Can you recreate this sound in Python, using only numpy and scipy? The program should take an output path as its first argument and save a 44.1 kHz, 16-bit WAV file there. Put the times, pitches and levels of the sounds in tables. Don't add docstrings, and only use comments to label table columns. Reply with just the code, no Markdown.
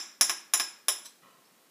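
import sys
import numpy as np
from scipy import signal
from scipy.fft import rfft, irfft
from scipy.io import wavfile

SR = 44100
rng = np.random.default_rng(int(sys.argv[2]) if len(sys.argv) > 2 else 0)


def to_wav(s):
    ch = np.atleast_2d(s).T
    pcm = np.round(np.clip(ch, -1, 1) * 32767)
    wavfile.write(sys.argv[1], SR, pcm.astype(np.int16))


def voltage_ratio(decibels):
    exponent = np.asarray(decibels, float) / 20
    return 10 ** exponent


N = 74970
LEAD = 8820

# (frequency [Hz], level [dB])
HISS_COLOUR = [(30, -50.5), (100, -29.5), (200, -9), (400, -11.5), (800, -16), (2000, -18), (12300, -22.5),
               (16000, -23.5)]
# (delay [s], level [dB])
REFLECTIONS = [(.0025, -12), (.0072, -12.5), (.0095, -19), (.019, -18.5)]
# (frequency [Hz], t60 [s])
KITCHEN_T60 = [(200, .5), (600, 0.3637), (1500, 0.5931), (4000, 0.4316), (8000, 0.3632), (15000, 0.274)]
# (frequency [Hz], width [Hz], depth [0-1])
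TAP_DIPS = [(485, 50, 0.8), (4492, 710, .95), (8900, 390, 0.5), (11430, 540, 0.8)]
# (frequency [Hz], level [dB])
RECORDER_TOP = [(15100, 1.5), (15500, -30.5), (16000, -26.5), (16500, -30.5), (17000, -77.5)]
# (time [s], frequency [Hz], level [dB])
SQUEAK_GLIDE = [
    (1.436, 3900, -88.5),
    (1.444, 4110, -68.5),
    (1.452, 5150, -72),
    (1.458, 5350, -69),
    (1.467, 5350, -69),
    (1.478, 5390, -92),
]
# (time [s], level [dB])
SHUFFLE_EFFORT = [
    (1.215, -79.5),
    (1.228, -61.5),
    (1.28, -64.5),
    (1.33, -64.5),
    (1.4, -73),
    (1.5, -76.5),
    (1.7, -78.5),
]
# (frequency [Hz], level [dB], t60 [s])
WORKTOP_MODES = [(210, 0, 0.027), (532, -10, 0.09), (726, -5.5, 0.016), (1025, -3, 0.04),
                 (1092, -5.5, 0.018), (1280, -2, .025), (1895, -5.5, 0.024), (2440, -7, .01),
                 (2900, -13, 0.021), (3900, -16, 0.0092)]
# (frequency [Hz], level [dB], t60 [s])
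SCRAPE_MODES = [(1130, -10, 0.011), (2200, -44, 0.0045), (4200, -2.5, 0.012), (5500, 2.5, 0.013),
                (6140, 0.5, 0.0039), (7900, 3, 0.0043), (10120, 1, 0.0051), (13200, -4, .0012)]
# (frequency [Hz], level [dB])
CRACK_COLOUR = [(150, -25), (400, -6.5), (750, 5.5), (1100, 3), (3700, 2), (6300, 4), (8500, -2),
                (14500, -3.5)]
# (time [s], contact [dB], saucer ring [dB], spoon middle ring [dB], spoon top ring [dB])
TAP_EVENTS = [
    (-0.075, -11, -12, -16, -18.5),
    (0.211, -10.5, -16.5, -15, -14.5),
    (0.2959, -14.5, -21, -26.5, -30.5),
    (0.5368, -13, -24.5, -18.5, -15),
    (0.5985, -15.5, -18.5, -29.5, -30),
    (0.8837, -14, -19.5, -21.5, -16),
]
# (frequency [Hz], level [dB], t60 [s])
SAUCER_MODES = [(790, -13, 0.0067), (1065, -8.5, 0.016), (347, -20.5, 0.043), (1633.7, -20, .08),
                (2476.6, -13.5, 0.041), (3180, -7.5, 0.005), (3900, -7.5, 0.0098), (5100, -19.5, 0.045),
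                (5167, -0.5, 0.022), (5219, -16, 0.15), (5260, -7, 0.029)]
# (frequency [Hz], level [dB], t60 [s])
SPOON_MID_MODES = [(5586, -5.5, 0.028), (5866, -5.5, 0.015), (6304, -6.5, 0.013), (7037, -5, 0.04),
                   (7256, -2, 0.018), (7275, -21, 0.25)]
# (frequency [Hz], level [dB], t60 [s])
SPOON_TOP_MODES = [(9924, -21.5, 0.029), (10170, 0, 0.042), (10165, -5, 0.033), (10300, -0.5, 0.016),
                   (10750, -18.5, 0.021), (12800, -10, 0.0033), (13500, -11, 0.0084), (13900, -12, 0.017)]
# (frequency [Hz], level [dB], t60 [s])
FAR_RIM_MODES = [(632, -33, 0.022), (2880, -30.5, 0.011), (3296, -24.5, 0.0084), (3780, -26.5, 0.0096),
                 (8100, -30, 0.01), (8700, -43.5, 0.0072), (12400, -30, 0.0075)]


def at_hz(points, hz):
    table = np.array(points)
    return np.interp(np.log(hz), np.log(table[:, 0]), table[:, 1])


def bins_hz(size):
    return np.maximum(np.fft.rfftfreq(size, 1 / SR), 10)


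def rms_one(x):
    return x / np.sqrt(np.mean(x ** 2) + 1e-20)


def ring(clicks, hz, t60):
    radius = voltage_ratio(-60 / (t60 * SR))
    turn = 2 * np.pi * hz / SR
    return signal.lfilter([0, np.sin(turn)], [1, -2 * radius * np.cos(turn), radius ** 2], clicks + 1e-18)


def dying(size, t60):
    return np.exp(-np.log(1000) * np.arange(size) / SR / t60)


def grains(per_s, body, gain):
    clicks = (rng.random(N) < per_s / SR) * rng.standard_normal(N)
    sound = sum(voltage_ratio(db) * rms_one(ring(clicks, hz, t60)) for hz, db, t60 in body)
    return np.pad(gain * rms_one(sound), (LEAD, 0))


def hiss():
    spectrum = rfft(rng.standard_normal(N)) * voltage_ratio(at_hz(HISS_COLOUR, bins_hz(N)))
    return voltage_ratio(-64.5) * rms_one(irfft(spectrum, N))


def kitchen(x):
    tail_db, rise_s = 1.5, 0.00281
    early_db, early_t60_s = 11, 0.091
    size = SR // 2
    edges = 100 * 2 ** np.arange(0, 7.6, .5)
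    white = rng.standard_normal((2, size))
    tail = np.zeros(size)
    for k, (lo, hi) in enumerate(zip(edges, edges[1:])):
        band = signal.butter(2, [lo, hi], "band", fs=SR, output="sos")
        t60 = at_hz(KITCHEN_T60, np.sqrt(lo * hi))
        tail += signal.sosfilt(band, white[k % 2]) * dying(size, t60)
    tail *= 1 + voltage_ratio(early_db) * dying(size, early_t60_s)
    tail *= 1 - np.exp(-np.arange(size) / SR / rise_s)
    tail *= voltage_ratio(tail_db) / np.sqrt(np.sum(tail ** 2))
    tail[0] = 1
    for delay, db in REFLECTIONS:
        tail[int(delay * SR)] += voltage_ratio(db)
    return signal.fftconvolve(x, tail)[LEAD:LEAD + N]


def dips(x):
    for hz, width_hz, depth in TAP_DIPS:
        b, a = signal.iirpeak(hz, hz / width_hz, SR)
        x = x - np.clip(depth, 0, 1) * signal.lfilter(b, a, x)
    return x


def squeak():
    s, hz, db = np.transpose(SQUEAK_GLIDE)
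    t = np.arange(N) / SR
    level = voltage_ratio(np.interp(t, s, db, left=-200, right=-200))
    phase = 2 * np.pi * np.cumsum(np.interp(t, s, hz)) / SR
    return np.pad(level * np.sin(phase), (LEAD, 0))


def shuffle():
    s, db = np.transpose(SHUFFLE_EFFORT)
    effort = voltage_ratio(np.interp(np.arange(N) / SR, s, db, left=-200))
    return grains(900, WORKTOP_MODES, effort)


def scrape():
    centre_s, rise_s, fall_s, level_db = 1.058, .007, .004, -48
    t = np.arange(N) / SR - centre_s
    swell = np.exp(-.5 * (t / np.where(t < 0, rise_s, fall_s)) ** 2)
    return grains(6000, SCRAPE_MODES, voltage_ratio(level_db) * swell)


def crack():
    cepstrum = irfft(np.log(voltage_ratio(at_hz(CRACK_COLOUR, bins_hz(2048)))))
    cepstrum[1:1024] *= 2
    cepstrum[1025:] = 0
    return irfft(np.exp(rfft(cepstrum)))


def contacts():
    crack_db, chatter_db, chatter_t60_s = 9, -24, .003
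    out = np.zeros(N + LEAD)
    for s, db, *_ in TAP_EVENTS:
        chatter = voltage_ratio(chatter_db) * rng.standard_normal(1024) * dying(1024, chatter_t60_s)
        chatter[0] = -1
        i = int(s * SR) + LEAD
        out[i:i + 3071] += voltage_ratio(db + crack_db) * np.convolve(chatter, crack())
    return out


def taps():
    spread_db = 2.5
    rows = np.array(TAP_EVENTS)
    at = (rows[:, 0] * SR).astype(int) + LEAD
    out = np.zeros(N + LEAD)
    for column, modes in enumerate((SAUCER_MODES, SPOON_MID_MODES, SPOON_TOP_MODES)):
        spread = spread_db * rng.standard_normal((len(rows), len(modes)))
        for k, (hz, db, t60) in enumerate(modes):
            tap_db = rows[:, 2 + column] if hz > 4500 else rows[:, 1] - (hz < 4500) * 10
            clicks = np.zeros(N + LEAD)
            clicks[at] = -(-1) ** k * voltage_ratio(tap_db + db + spread[:, k])
            out += ring(clicks, hz, t60)
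    last = np.zeros(N + LEAD)
    last[at[-1]] = 1
    for k, (hz, db, t60) in enumerate(FAR_RIM_MODES):
        out += (-1) ** k * voltage_ratio(db) * ring(last, hz, t60)
    return out


def scene():
    handling = dips(taps()) + scrape() + shuffle() + squeak()
    both = kitchen(handling) + kitchen(dips(contacts()))
    low_cut = signal.butter(3, 192, "high", fs=SR, output="sos")
    return (signal.sosfilt(low_cut, both) + hiss())[None]


def top_cut(x):
    return signal.sosfilt(signal.butter(12, 16520, fs=SR, output="sos"), x)


def record(dry):
    limit = 0.71
    limited = limit * np.tanh(dry / limit)
    mix = irfft(rfft(limited) * voltage_ratio(at_hz(RECORDER_TOP, bins_hz(N))), N)
    return top_cut(mix)


dry = scene()
out = record(dry)
to_wav(out)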